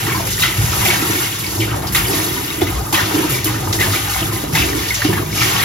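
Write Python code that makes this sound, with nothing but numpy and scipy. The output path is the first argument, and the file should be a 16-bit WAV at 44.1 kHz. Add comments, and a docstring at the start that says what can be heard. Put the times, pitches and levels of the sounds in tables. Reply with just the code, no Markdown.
"""Small room, a step from a washing machine: water glugs from a plastic can into its deep plastic tub.
Low gurgles open the sound, then bright slaps near 0.4 s; a wall thump follows at 0.6 s, gulps at 1 s.
Surges crowd again at 1.6-1.95 s; a strong gulp knocks at 2.6 s, and from 2.9 s surges come often.
Gulps knock again just after 5 s, a last surge lands at 5.4 s, and the splash swells to the end.
Noise bands make the spray, ringing pockets the bubbles, resonators the tub; two close ports hear it."""
import sys
import numpy as np
from scipy import signal
from scipy.fft import rfft, irfft, next_fast_len
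from scipy.io import wavfile
from scipy.ndimage import uniform_filter1d

SR = 44100
rng = np.random.default_rng(int(sys.argv[2]) if len(sys.argv) > 2 else 0)


def transcribe(signal):
    """Save signal, clipped to [-1, 1], as a 16-bit WAV file at the path in sys.argv[1]."""
    frames = np.atleast_2d(signal).T
    limited = np.clip(frames, -1, 1)
    pcm = np.round(limited * 32767).astype(np.int16)
    wavfile.write(sys.argv[1], SR, pcm)


N = 248724

# surges landing on the pool:
# t/s, level/dB, rise/s, t60/s, centre f/Hz, fall either side/(dB per octave)
SURGES = [(0.06, -6, 0.022, 0.68, 1080, 5), (0.19, -10, .02, 0.32, 560, 21),
          (0.269, -13.5, 0.0024, 0.062, 2490, -2.5), (0.3, -1, 0.02, 0.12, 7000, 11),
          (0.385, -6.5, 0.0094, 0.24, 11000, 0.5), (0.42, -4, 0.0043, 0.47, 3050, 9.5),
          (0.435, -4.5, 0.0023, 0.28, 1400, 9), (0.61, -14, 0.011, 1, 6000, 17),
          (0.849, -3.5, 0.0025, 0.22, 3000, 2.5), (0.902, -5, .002, 0.4, 2160, 8),
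          (1.597, -6, 0.012, 0.36, 3000, 10), (1.617, -13, .004, 0.22, 2280, 20),
          (1.68, -4.5, 0.041, 0.52, 1220, 8.5), (1.745, -0.5, 0.012, 0.25, 570, 16),
          (1.83, -2.5, .01, 0.21, 800, 17), (1.868, -10.5, .001, 0.21, 4750, 18),
          (1.921, -14, .002, 0.37, 12100, 3), (1.947, -4.5, 0.00085, 0.48, 2520, 2.5),
          (2.12, -12.5, 0.045, 0.87, 4000, 3), (2.609, -3.5, 0.0051, 0.15, 2000, 3.5),
          (2.66, -17, 0.015, 0.83, 2200, 0.5), (2.925, -10, 0.0011, 0.45, 1510, 0),
          (2.94, -8, 0.015, 0.77, 1200, 19), (2.942, -7, .003, 1, 2800, 8),
          (3.135, -15.5, 0.016, 0.51, 2500, 0), (3.288, -8.5, 0.037, 0.25, 2300, -1),
          (3.3, -21, 0.033, .4, 10000, 1), (3.443, -2, 0.0007, 0.06, 11500, 7),
          (3.452, -14, 0.013, 0.54, 8000, 3), (3.455, -12.5, .01, 0.87, 1790, 9),
          (3.673, -1, 0.0007, 0.049, 950, 17), (3.726, -4.5, .001, 0.2, 5200, 6.5),
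          (3.795, -6, 0.0055, 0.62, 2600, 3), (3.92, -6, 0.017, 0.31, 3540, 3),
          (4.09, -13, 0.0047, 1, 5970, 5), (4.2, -12, 0.011, 0.1, 2500, 3),
          (4.32, -15, 0.0088, 0.42, 9800, 4), (4.525, -17, 0.013, .4, 6000, -2.5),
          (4.549, -7, .002, 0.67, 2490, 4), (4.88, -4, 0.0027, 0.1, 4520, 11),
          (4.943, -0.5, .001, 0.12, 6160, 14), (5.017, -5.5, 0.0022, 0.12, 1750, 6),
          (5.041, -9, 0.0028, 0.55, 3020, 5), (5.129, -11.5, 0.002, 0.21, 1500, 5.5),
          (5.163, -10, .008, 0.26, 1500, 11), (5.35, -10.5, 0.021, 0.51, 8000, 0),
          (5.405, -2, 0.0068, 0.6, 2510, 16)]


def slaps(hz):
    """Envelope of the surges in one band: each rises as it lands, then its spray settles."""
    out = np.zeros((1, N))
    for s, level_db, rise_s, t60, centre_hz, fall_db in SURGES:
        t = np.arange(round(t60 * SR)) / SR
        band_db = level_db - fall_db * abs(np.log2(hz / centre_hz))
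        rise = 1 - np.exp(-t / rise_s)
        add(out, s, amp(band_db - 60 * t / t60) * rise)
    return out[0]


# the stream between surges: t/s, then relative level/dB of gurgle, splash, spray, fine mist
STREAM_LEVELS = [(0.0, -33, -26.5, -27.5, -32), (0.24, -34, -33, -29.5, -30.5),
                 (0.33, -41, -26.5, -26, -31), (0.44, -36.5, -34.5, -31.5, -32.5),
                 (0.83, -26, -25.5, -23, -26.5), (1.05, -28.5, -24.5, -27, -27),
                 (1.24, -30.5, -26, -25.5, -27), (1.33, -38, -28.5, -29.5, -31.5),
                 (1.46, -35, -31, -30.5, -33), (1.58, -31.5, -37, -28, -31), (1.71, -31, -43, -33, -38.5),
                 (1.93, -37.5, -34, -38, -34), (2.12, -26.5, -29, -26.5, -26.5),
                 (2.5, -35.5, -30, -31, -31.5), (2.78, -29, -39, -34, -40.5), (2.97, -33, -44, -35.5, -35),
                 (3.12, -27, -30.5, -30.5, -32.5), (3.36, -32, -29, -29, -32), (3.53, -32, -35, -35, -41),
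                 (3.75, -28, -39, -32.5, -31.5), (4.0, -33, -30, -30, -30.5),
                 (4.19, -30, -25, -29.5, -32.5), (4.3, -31.5, -33.5, -35.5, -35),
                 (4.42, -32, -32, -33, -37), (4.51, -34, -39, -36, -37), (4.59, -32, -22, -23, -29),
                 (4.74, -32, -31, -29, -32), (4.98, -33.5, -26.5, -26, -30.5),
                 (5.17, -30.5, -47, -37.5, -32.5), (5.3, -38.5, -34, -34, -34.5),
                 (5.42, -30.5, -26, -18, -26), (5.55, -25, -23, -24, -29), (5.64, -24, -15.5, -25, -25.5)]
HOLD_S = 0.0057  # the stream's level may not rise just before a surge lands


def stream_between_surges():
    """Register levels of the stream; they may not rise just before a surge, so that it starts abruptly."""
    out = np.array(in_time(STREAM_LEVELS))
    for s, *_ in SURGES:
        hold = slice(round((s - HOLD_S) * SR), round(s * SR))
        out[:, hold] = np.minimum.accumulate(out[:, hold], axis=1)
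    return out


# spectrum of the water noise: f/Hz, relative level/dB
WATER_SPECTRUM = [(420, -2), (600, -8), (800, 0), (1500, -1.5), (2000, -2.5), (2800, -1.5), (4500, -5),
                  (7000, -3.5), (9000, -6.5), (11500, -3), (14000, -9), (16000, -17.5)]
# registers gurgle, splash, spray, mist, one a row: low f/Hz, high f/Hz
WATER_REGISTERS = [(480, 1400), (1400, 4000), (4000, 7500), (9800, 15700)]


def spray(register_db, patchy_db):
    """Droplet hiss in third-octave noise bands; each band follows the registers next to it."""
    edges = 420 * 2 ** np.arange(0, 5.4, 1 / 3)
    centres = np.sqrt(edges[1:] * edges[:-1])
    log_middles = np.log(np.prod(WATER_REGISTERS, axis=1)) / 2
    # level of each register relative to its share of the water spectrum
    power = [np.sum(amp(2 * at_hz(WATER_SPECTRUM, np.arange(low, high)))) * 2 / SR
             for low, high in WATER_REGISTERS]
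    lift_db = np.array(register_db) - 10 * np.log10(power)[:, None]
    white = rng.standard_normal((2, 2, N))  # neighbouring bands take turns at two noises
    together = drift(3.0)
    patches = [drift(21.4) for _ in range(6)]  # one for every three bands
    out = 0
    for k, hz in enumerate(centres):
        band = signal.butter(2, edges[k:k + 2], "band", fs=SR, output="sos")
        weights = [np.interp(np.log(hz), log_middles, row) for row in np.eye(len(log_middles))]
        level = np.hypot(amp(weights @ lift_db), slaps(hz))
        patch_db = patchy_db * (together / 5 + patches[k // 3])
        gain = amp(at_hz(WATER_SPECTRUM, hz) + patch_db) * level
        out = out + gain * signal.sosfilt(band, white[k % 2])
    return out


def bubbles(register_db, surge_db, per_s, cycles, spread_db):
    """Small bubbles born at random ring for tens of cycles, louder in surges, each in its own direction."""
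    sizes = amp(spread_db * np.minimum(rng.exponential(1, N), 3)) * rng.standard_normal((2, N))
    born = rng.random(N) < per_s / SR
    dealt = rng.integers(0, 36, N)  # which of 36 pitches each bubble takes
    pitches = np.geomspace(600, 6000, 36) * amp(rng.normal(0, 0.19, 36))
    register_tops = [high for low, high in WATER_REGISTERS]
    out = 0
    for k, hz in enumerate(pitches):
        clicks = sizes * (born & (dealt == k)) + 1e-18
        softened = resonance(clicks, hz, 8.8 * hz / cycles)
        rings = resonance(softened, hz, 2.0 * hz / cycles)
        stream_db = register_db[np.searchsorted(register_tops, hz)]
        level = np.hypot(amp(stream_db), amp(surge_db) * slaps(hz))
        out = out + level * rms_one(rings)
    return out / np.sqrt(12)


# cross modes of the tub: f/Hz, width/Hz, level/dB in the first view, level/dB in the second
CROSS_MODES = [(480, 58, -38, -22), (774, 32, -9, -5), (964, 31, -5, -22), (1240, 77, -7.5, -1),
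               (1410, 71, -18, 6), (1850, 49, -3, 11), (2000, 165, -6, -15), (2220, 31, 0, -26),
               (2800, 110, -10, 9.5), (3600, 330, -12, -3), (5114, 67, -4, -15)]


def tub_colour(x):
    """The splash plus its ringing in the cross modes of the tub."""
    out = x
    for hz, width_hz, *levels_db in CROSS_MODES:
        out = out + amp(levels_db)[:, None] * resonance(x, hz, width_hz)
    return out


# single loud bubbles: t/s, level/dB, f/Hz at the start, t60/s
LOUD_BUBBLES = [(0.066, -19, 1900, 0.046), (0.068, -28, 930, 0.046), (0.09, -21, 1780, 0.054),
                (0.118, -20, 2220, 0.14), (0.146, -17.5, 1020, 0.19), (0.196, -19, 942, 0.041),
                (0.197, -22, 670, 0.045), (0.222, -24, 880, 0.045), (0.243, -27, 620, 0.04),
                (0.262, -26, 542, 0.12), (0.272, -25, 1920, 0.05), (0.379, -18, 1900, 0.042),
                (0.419, -15, 3710, 0.083), (0.42, -17, 3930, 0.043), (0.424, -17, 2430, 0.09),
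                (0.424, -14, 2800, 0.045), (0.433, -7.5, 2000, 0.033), (0.435, -19, 3220, 0.034),
                (0.442, -13, 1990, 0.074), (0.448, -19, 1510, 0.028), (0.456, -19, 1240, 0.046),
                (0.52, -22, 2080, 0.034), (0.612, -22, 803, 0.045), (0.731, -17.5, 1250, 0.04),
                (0.816, -21, 2100, 0.069), (0.85, -19, 2380, 0.13), (0.854, -16, 750, 0.13),
                (0.855, -16, 2000, 0.17), (0.902, -5.5, 2160, 0.024), (0.931, -14, 750, 0.034),
                (1.029, -19, 1320, 0.044), (1.26, -23, 2100, 0.063), (1.442, -19.5, 2330, 0.043),
                (1.605, -22, 2990, 0.063), (1.619, -17, 2250, 0.082), (1.678, -24, 1490, 0.04),
                (1.696, -26, 1530, 0.054), (1.702, -28.5, 2740, 0.046), (1.712, -26, 2800, 0.035),
                (1.714, -22, 1300, 0.03), (1.736, -26, 1280, 0.04), (1.741, -18.5, 963, 0.05),
                (1.78, -30, 780, 0.033), (1.789, -25, 547, 0.041), (1.839, -28, 830, 0.025),
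                (1.849, -27, 1180, 0.04), (1.947, -15, 2060, 0.028), (1.951, -17, 3830, 0.04),
                (1.952, -16, 1246, 0.088), (1.954, -26, 2150, 0.098), (1.976, -20, 2240, 0.046),
                (2.181, -22, 1880, 0.067), (2.292, -23, 3330, 0.029), (2.51, -21, 2220, 0.041),
                (2.617, -14.5, 750, 0.061), (2.616, -21, 3570, 0.057), (2.668, -23, 2180, 0.058),
                (2.791, -29, 713, 0.085), (2.926, -15, 840, 0.023), (2.938, -16.5, 1060, 0.05),
                (2.941, -13, 2530, 0.045), (2.943, -13, 3200, 0.03), (2.944, -23, 2320, 0.1),
                (2.948, -19, 2850, 0.069), (2.974, -14, 1900, 0.04), (2.984, -14, 1800, 0.05),
                (2.991, -14, 1850, 0.032), (2.997, -15, 1425, 0.06), (3.008, -19, 1890, 0.051),
                (3.227, -23, 907, 0.14), (3.32, -27, 2320, 0.065), (3.341, -21, 2310, 0.1),
                (3.38, -20, 2300, 0.057), (3.46, -24, 3020, 0.064), (3.474, -23, 1060, 0.092),
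                (3.475, -20, 2000, 0.03), (3.543, -21, 1330, 0.043), (3.556, -21, 1760, 0.036),
                (3.628, -24, 750, 0.069), (3.674, -21, 910, 0.019), (3.731, -24, 2050, 0.031),
                (3.789, -17, 1890, 0.064), (3.809, -10.5, 2000, 0.069), (3.813, -22, 2800, 0.03),
                (3.815, -19, 3600, 0.024), (3.824, -16, 1740, 0.11), (3.859, -24, 950, 0.09),
                (3.934, -16, 1235, 0.04), (3.942, -20, 1380, 0.03), (3.946, -19, 2050, 0.03),
                (3.96, -15, 2290, 0.048), (4.022, -30, 1200, 0.045), (4.076, -28, 812, 0.16),
                (4.097, -20.5, 3010, 0.032), (4.155, -22, 768, 0.19), (4.202, -23, 3470, 0.034),
                (4.227, -19, 2800, 0.038), (4.298, -29, 1260, 0.034), (4.321, -25, 1090, 0.033),
                (4.361, -23, 2000, 0.044), (4.494, -27, 990, 0.04), (4.551, -12.5, 2010, 0.06),
                (4.553, -18, 1784, 0.069), (4.556, -20, 950, 0.04), (4.575, -21, 1090, 0.035),
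                (4.559, -20, 3420, 0.034), (4.571, -14, 2620, 0.053), (4.577, -18, 2200, 0.09),
                (4.619, -20, 2620, 0.1), (4.622, -16, 2300, 0.057), (4.73, -19, 1940, 0.031),
                (4.791, -23, 3520, 0.025), (4.834, -25, 1930, 0.063), (4.906, -10.5, 2090, 0.052),
                (4.93, -27, 2160, 0.078), (5.018, -16, 1600, 0.04), (5.019, -14, 1860, 0.038),
                (5.046, -20, 750, 0.075), (5.054, -26, 2670, 0.057), (5.129, -16, 890, 0.029),
                (5.129, -17.5, 1740, 0.04), (5.145, -27, 1800, 0.04), (5.168, -19, 950, 0.03),
                (5.177, -24, 1100, 0.04), (5.174, -19, 1690, 0.038), (5.185, -27, 1210, 0.04),
                (5.224, -23, 1050, 0.075), (5.406, -18, 2380, 0.084), (5.414, -18, 2290, 0.097),
                (5.418, -10, 1330, 0.022), (5.42, -14, 1815, 0.088)]
# lesser bubbles at random: mean rate, top level and range below it, lowest and highest pitch, decay
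LESSER_PER_S, LESSER_DB, LESSER_RANGE_DB = 20, -31.5, 7.5
LESSER_LOW_HZ, LESSER_HIGH_HZ, LESSER_T60_S = 750, 3570, 0.042
# a partner of each loud bubble: longest wait, level against it, widest share of pitch apart
PARTNER_S, PARTNER_DB, PARTNER_APART = 0.012, -8, 0.16


def plops():
    """Trapped air rings: loud bubbles, a partner shed by each, and a random scatter of lesser ones."""
    wait, size, pitch = rng.random((200, 3)).T
    lesser_s = np.cumsum(-np.log(wait)) / LESSER_PER_S
    lesser_db = LESSER_DB - LESSER_RANGE_DB * size
    lesser_hz = LESSER_LOW_HZ * (LESSER_HIGH_HZ / LESSER_LOW_HZ) ** pitch
    lesser = zip(lesser_s, lesser_db, lesser_hz, np.full(len(wait), LESSER_T60_S))
    late, apart = rng.random((len(LOUD_BUBBLES), 2)).T
    partners = [(s + PARTNER_S * a, level_db + PARTNER_DB, hz * (1 + PARTNER_APART * (2 * b - 1)), t60)
                for (s, level_db, hz, t60), a, b in zip(LOUD_BUBBLES, late, apart)]
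    events = [row for row in [*LOUD_BUBBLES, *partners, *lesser] if row[0] < N / SR]
    return rung(events, rise=0.036, attack_s=0.00097, wobble=0.043)


# air gulped under the surface: t/s, level/dB, f/Hz at the start, t60/s (held within 0.01-0.5 s)
AIR_GULPS = [(0.075, -16.5, 331, 0.1), (0.88, -18.5, 358, 0.22), (1.001, -25, 281, 0.18),
             (1.024, -9, 298, 0.027), (1.098, -9.5, 320, 0.04), (1.591, -16.5, 337, 0.39),
             (2.09, -16.5, 392, 0.25), (2.263, -22, 361, 0.092), (2.618, -4, 321, 0.065),
             (2.932, -14.5, 346, 0.067), (3.14, -11, 304, 0.18), (3.19, -14, 340, 0.11),
             (3.242, -10, 317, 0.064), (3.456, -14, 313, 0.31), (3.809, -18, 318, 0.027),
             (3.74, -17, 320, 0.11), (4.215, -17, 327, 0.1), (4.33, -21, 326, 0.049),
             (4.439, -12, 317, 0.0094), (4.739, -16, 305.6, 0.19), (5.049, -5, 310, 0.1),
             (5.097, -9, 331, 0.089), (5.177, -19, 340, .06), (5.456, -18, 346, 0.073)]


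def gulps():
    """Air gulped under the surface knocks the air space of the tub."""
    return rung(AIR_GULPS, rise=0.028, attack_s=0.0032, wobble=0.058)


# lumps of water on the walls: t/s, level/dB, f/Hz at the start, t60/s (held within 0.01-0.5 s)
WALL_THUMPS = [(0.416, -17, 150, 0.17), (0.581, -7.5, 105, 0.2), (0.63, -10.5, 114.8, 0.3),
               (0.806, -13.5, 110, 0.17), (1.58, -16.5, 109.8, 0.52), (1.979, -15.5, 117.3, 0.56),
               (2.619, -15, 96.5, 0.2), (2.746, -28, 62, 0.22), (3.031, -15, 113, 0.045),
               (3.301, -17, 127.4, 0.38), (3.474, -15, 118, 0.33), (3.662, -14.5, 96.8, 0.27),
               (3.88, -15.5, 104, 0.63), (4.241, -26, 109, 0.15), (4.522, -14.5, 156.5, 0.38),
               (4.6, -16, 65.5, 0.41), (5.06, -23, 95, 0.36), (5.409, -13, 115, 0.14)]


def thumps():
    """Lumps of water thump the tub walls, which ring low."""
    return rung(WALL_THUMPS, rise=0.029, attack_s=0.007, wobble=0.0083)


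def drumming(modes, level_db, lumpy_db, lumps_per_s, steady):
    """Churning water shakes a set of tub resonances; a steady push evens out their swing."""
    out = 0
    for hz, width_hz, mode_db in modes:
        churn = rng.standard_normal((2, N))
        once = resonance(churn, hz, 1.3 * width_hz)
        rings = rms_one(resonance(once, hz, 1.3 * width_hz))
        swing = np.sqrt(uniform_filter1d(rings ** 2, round(SR / hz)) + 0.073)
        lumps = amp(mode_db + lumpy_db * drift(lumps_per_s))
        out = out + lumps * rms_one(rings / swing ** steady)
    return amp(level_db) * rms_one(out)


def stirred(level_db, events, after_db, t60):
    """A shaking level raised after each blow, as churned water goes on shaking the tub and dies away."""
    out = np.zeros((1, N))
    t = np.arange(round(t60 * SR)) / SR
    for s, blow_db, *_ in events:
        add(out, s, amp(blow_db + after_db - 60 * t / t60))
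    return 20 * np.log10(np.hypot(amp(level_db), out[0]))


# how hard the water shakes the tub, blows aside: t/s, then level/dB of air space, walls, deepest sway
TUB_SHAKE = [(0.0, -35, -26, -25), (0.09, -26.5, -21, -45), (0.3, -31.5, -23, -29), (0.56, -32, -26.5, -37),
             (0.6, -29, -36, -16), (0.71, -32.5, -22.5, -28), (1.15, -27, -24.5, -41),
             (1.29, -39.5, -30, -45), (1.59, -27, -24, -35), (2.03, -31.5, -22, -26),
             (2.12, -22, -24.5, -40), (2.56, -31.5, -30, -37), (2.62, -22, -25, -35),
             (2.76, -36.5, -26, -21.5), (3.12, -26, -28.5, -44), (3.17, -16.5, -22.5, -43),
             (3.28, -29.5, -27.5, -37), (3.9, -25.5, -21.5, -30.5), (3.96, -27.5, -29, -41),
             (4.18, -39, -28.5, -25), (4.23, -26, -21, -30), (4.38, -29.5, -24, -43),
             (4.49, -29, -27.5, -26), (4.54, -26.5, -20, -39), (4.74, -21, -26.5, -28),
             (5.01, -43, -30.5, -36), (5.06, -22, -24, -34), (5.09, -22, -15.5, -36),
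             (5.25, -31.5, -22.5, -32), (5.64, -27.5, -23, -40)]
# resonances of the air space: f/Hz, width/Hz before the 1.3 in drumming, relative level/dB
AIR_SPACE = [(286, 72, -2.5), (322.7, 37.4, -1.5), (360.5, 33, -6), (392, 90, -5)]
# boom of the walls: same columns
WALL_BOOM = [(101.8, 23.4, 0), (113.4, 15.6, -4), (150, 19.5, -5.5), (195, 17.3, -7.5)]
# deepest sway of the tub: same columns
DEEP_SWAY = [(58.5, 8.2, -3), (68.2, 13, -4)]


def shaken_tub():
    """The air space rings, the walls boom and the whole tub sways under the churning water."""
    air_db, wall_db, sway_db = in_time(TUB_SHAKE)
    air_db = stirred(air_db, AIR_GULPS, after_db=-21.5, t60=1)
    wall_db = stirred(wall_db, WALL_THUMPS, after_db=-12.5, t60=0.56)
    air = drumming(AIR_SPACE, air_db, lumpy_db=2.5, lumps_per_s=50, steady=0.07)
    walls = drumming(WALL_BOOM, wall_db, lumpy_db=2.0, lumps_per_s=60, steady=0.34)
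    sway = drumming(DEEP_SWAY, sway_db, lumpy_db=-0.5, lumps_per_s=9.9, steady=0.64)
    return air + walls + sway


ROOM_T60_S, ROOM_DB, WANDER_PER_S = 0.24, -8.5, 1.45


def room(x):
    """Tub walls and room return a short dense tail, which changes as the stream wanders over the pool."""
    t = np.arange(round(ROOM_T60_S * SR)) / SR
    tails = rng.standard_normal((4, 2, len(t))) * amp(-60 * t / ROOM_T60_S) * (t > .002)
    tails *= amp(ROOM_DB) / np.sqrt(np.sum(tails ** 2, axis=2, keepdims=True))
    places = np.array([drift(WANDER_PER_S) for _ in tails])
    places /= np.sqrt(np.sum(places ** 2, axis=0))  # total power stays even
    out = x
    for place, tail in zip(places, tails):
        out = out + signal.oaconvolve(place * x, tail, axes=1)[:, :N]
    return out


def chirp(hz, t60, rise, attack_s, wobble):
    """A ringing air pocket: pitch climbs by the share rise over one t60 and wavers as its shape shakes."""
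    t = np.arange(round(t60 * SR)) / SR
    waver = np.interp(t, np.linspace(0, .5, 126), rng.standard_normal(126))
    turns = np.cumsum(hz * (1 + rise * t / t60 + wobble * waver)) / SR
    swell = (1 - np.exp(-t / attack_s)) * amp(-60 * t / t60)
    swell = swell / swell.max()
    return swell * np.array([np.sin(2 * np.pi * turns), np.cos(2 * np.pi * turns)])


def rung(events, rise, attack_s, wobble):
    """Play a table of ringing events, a quarter turn apart in the two views."""
    out = np.zeros((2, N))
    for s, level_db, hz, t60 in events:
        add(out, s, amp(level_db) * chirp(hz, np.clip(t60, .01, .5), rise, attack_s, wobble))
    return out


def resonance(x, hz, width_hz):
    """Two-pole band-pass with gain about 1 on top."""
    r = np.exp(-np.pi * width_hz / SR)
    top = np.array([1, 0, -1]) * (1 - r * r) / 2
    return signal.lfilter(top, [1, -2 * r * np.cos(2 * np.pi * hz / SR), r * r], x)


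def drift(rate):
    """Slow chance with rms 1: noise through two equal low-pass poles at rate/Hz."""
    r = np.exp(-40 * np.pi * rate / SR)  # computed at every 20th sample
    slow = signal.lfilter([1], [1, -2 * r, r * r], rng.standard_normal(N // 20 + 3002))[3000:]
    return np.interp(np.arange(N) / 20, np.arange(len(slow)), rms_one(slow))


def add(out, s, shape):
    """Mix a sound or envelope in at time s."""
    i = round(s * SR)
    out[:, i:i + shape.shape[-1]] += shape[..., :N - i]


def in_time(rows):
    """Columns of a curve table, one value a sample."""
    s, *columns = np.transpose(rows)
    return [np.interp(np.arange(N) / SR, s, c) for c in columns]


def at_hz(points, hz):
    """Read a spectrum on a log-frequency axis."""
    table_hz, values = np.array(points).T
    return np.interp(np.log(hz), np.log(table_hz), values)


def amp(db):
    """Decibels to gain."""
    return 10 ** (np.asarray(db) / 20)


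def rms_one(x):
    """Scale to unit rms."""
    return x / np.sqrt(np.mean(x ** 2) + 1e-20)


def scene():
    """Two views of the same water, which the ports mix."""
    register_db = stream_between_surges()
    water = amp(-2.5) * spray(register_db, patchy_db=1.5)
    water += amp(-9.0) * bubbles(register_db, surge_db=-15.5, per_s=400, cycles=44.5, spread_db=3.5)
    tub = shaken_tub() + gulps() + thumps()
    return room(tub_colour(water) + plops()) + tub


# port difference against the first view: f/Hz, level/dB
PORT_SPREAD = [(60, -16), (92, -25), (140, -19.5), (210, -8.5), (330, -11), (500, 3.5), (1200, -5.5),
               (2700, -6), (4200, -3.5), (6400, -1.5), (9000, 6), (10800, 4), (11600, -6), (12200, -122)]
# lean of the image, left minus right: f/Hz, level/dB (the tip it asks for is limited)
PORT_LEAN = [(60, 0.5), (120, 0.5), (240, -4), (400, -3), (560, 3.5), (950, 1.5), (1890, 0.5), (3770, 2.0),
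             (7520, 0.5), (15000, 0.0)]
# gain of the centre sound, almost nothing from 8.4 to 9.3 kHz: f/Hz, level/dB
CENTRE_GAIN = [(7400, -0.5), (7700, -9.5), (8200, -12), (8400, -115.5), (9300, -37), (9700, 0.5),
               (10000, 3)]
# left port ahead where positive: f/Hz, share of the difference a quarter turn ahead (held within 0.55)
PORT_LEAD = [(600, -0.27), (1500, 0.12), (5000, 0.58), (6000, -0.86)]
CUTOFF_HZ = 15800


def record(dry):
    """Centre sound and port difference become left and right; peaks are rounded and the top is cut."""
    size = next_fast_len(N + 4096)
    hz = np.maximum(np.arange(size // 2 + 1) * SR / size, 10)
    one, other = rfft(dry, size)
    spread = amp(at_hz(PORT_SPREAD, hz))
    power_ratio = amp(2 * at_hz(PORT_LEAN, hz))
    # the share of the first view within the difference tips the image to one side
    tip = (power_ratio - 1) / (power_ratio + 1) * (1 + spread ** 2) / (2 * spread)
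    lead = np.clip(at_hz(PORT_LEAD, hz), -.55, .55)
    shared = np.clip(tip, -.8, .8) + 1j * lead
    side = spread * (shared * one + np.sqrt(1 - abs(shared) ** 2) * other)
    centre = amp(at_hz(CENTRE_GAIN, hz)) * one
    pair = irfft([centre + side, centre - side], size)[:, :N]
    rounded = 1.1 * np.tanh(pair / 1.1)
    low_pass = signal.ellip(12, .5, 70, CUTOFF_HZ, fs=SR, output="sos")
    return signal.sosfilt(low_pass, rounded)


dry = scene()
out = record(dry)
transcribe(out)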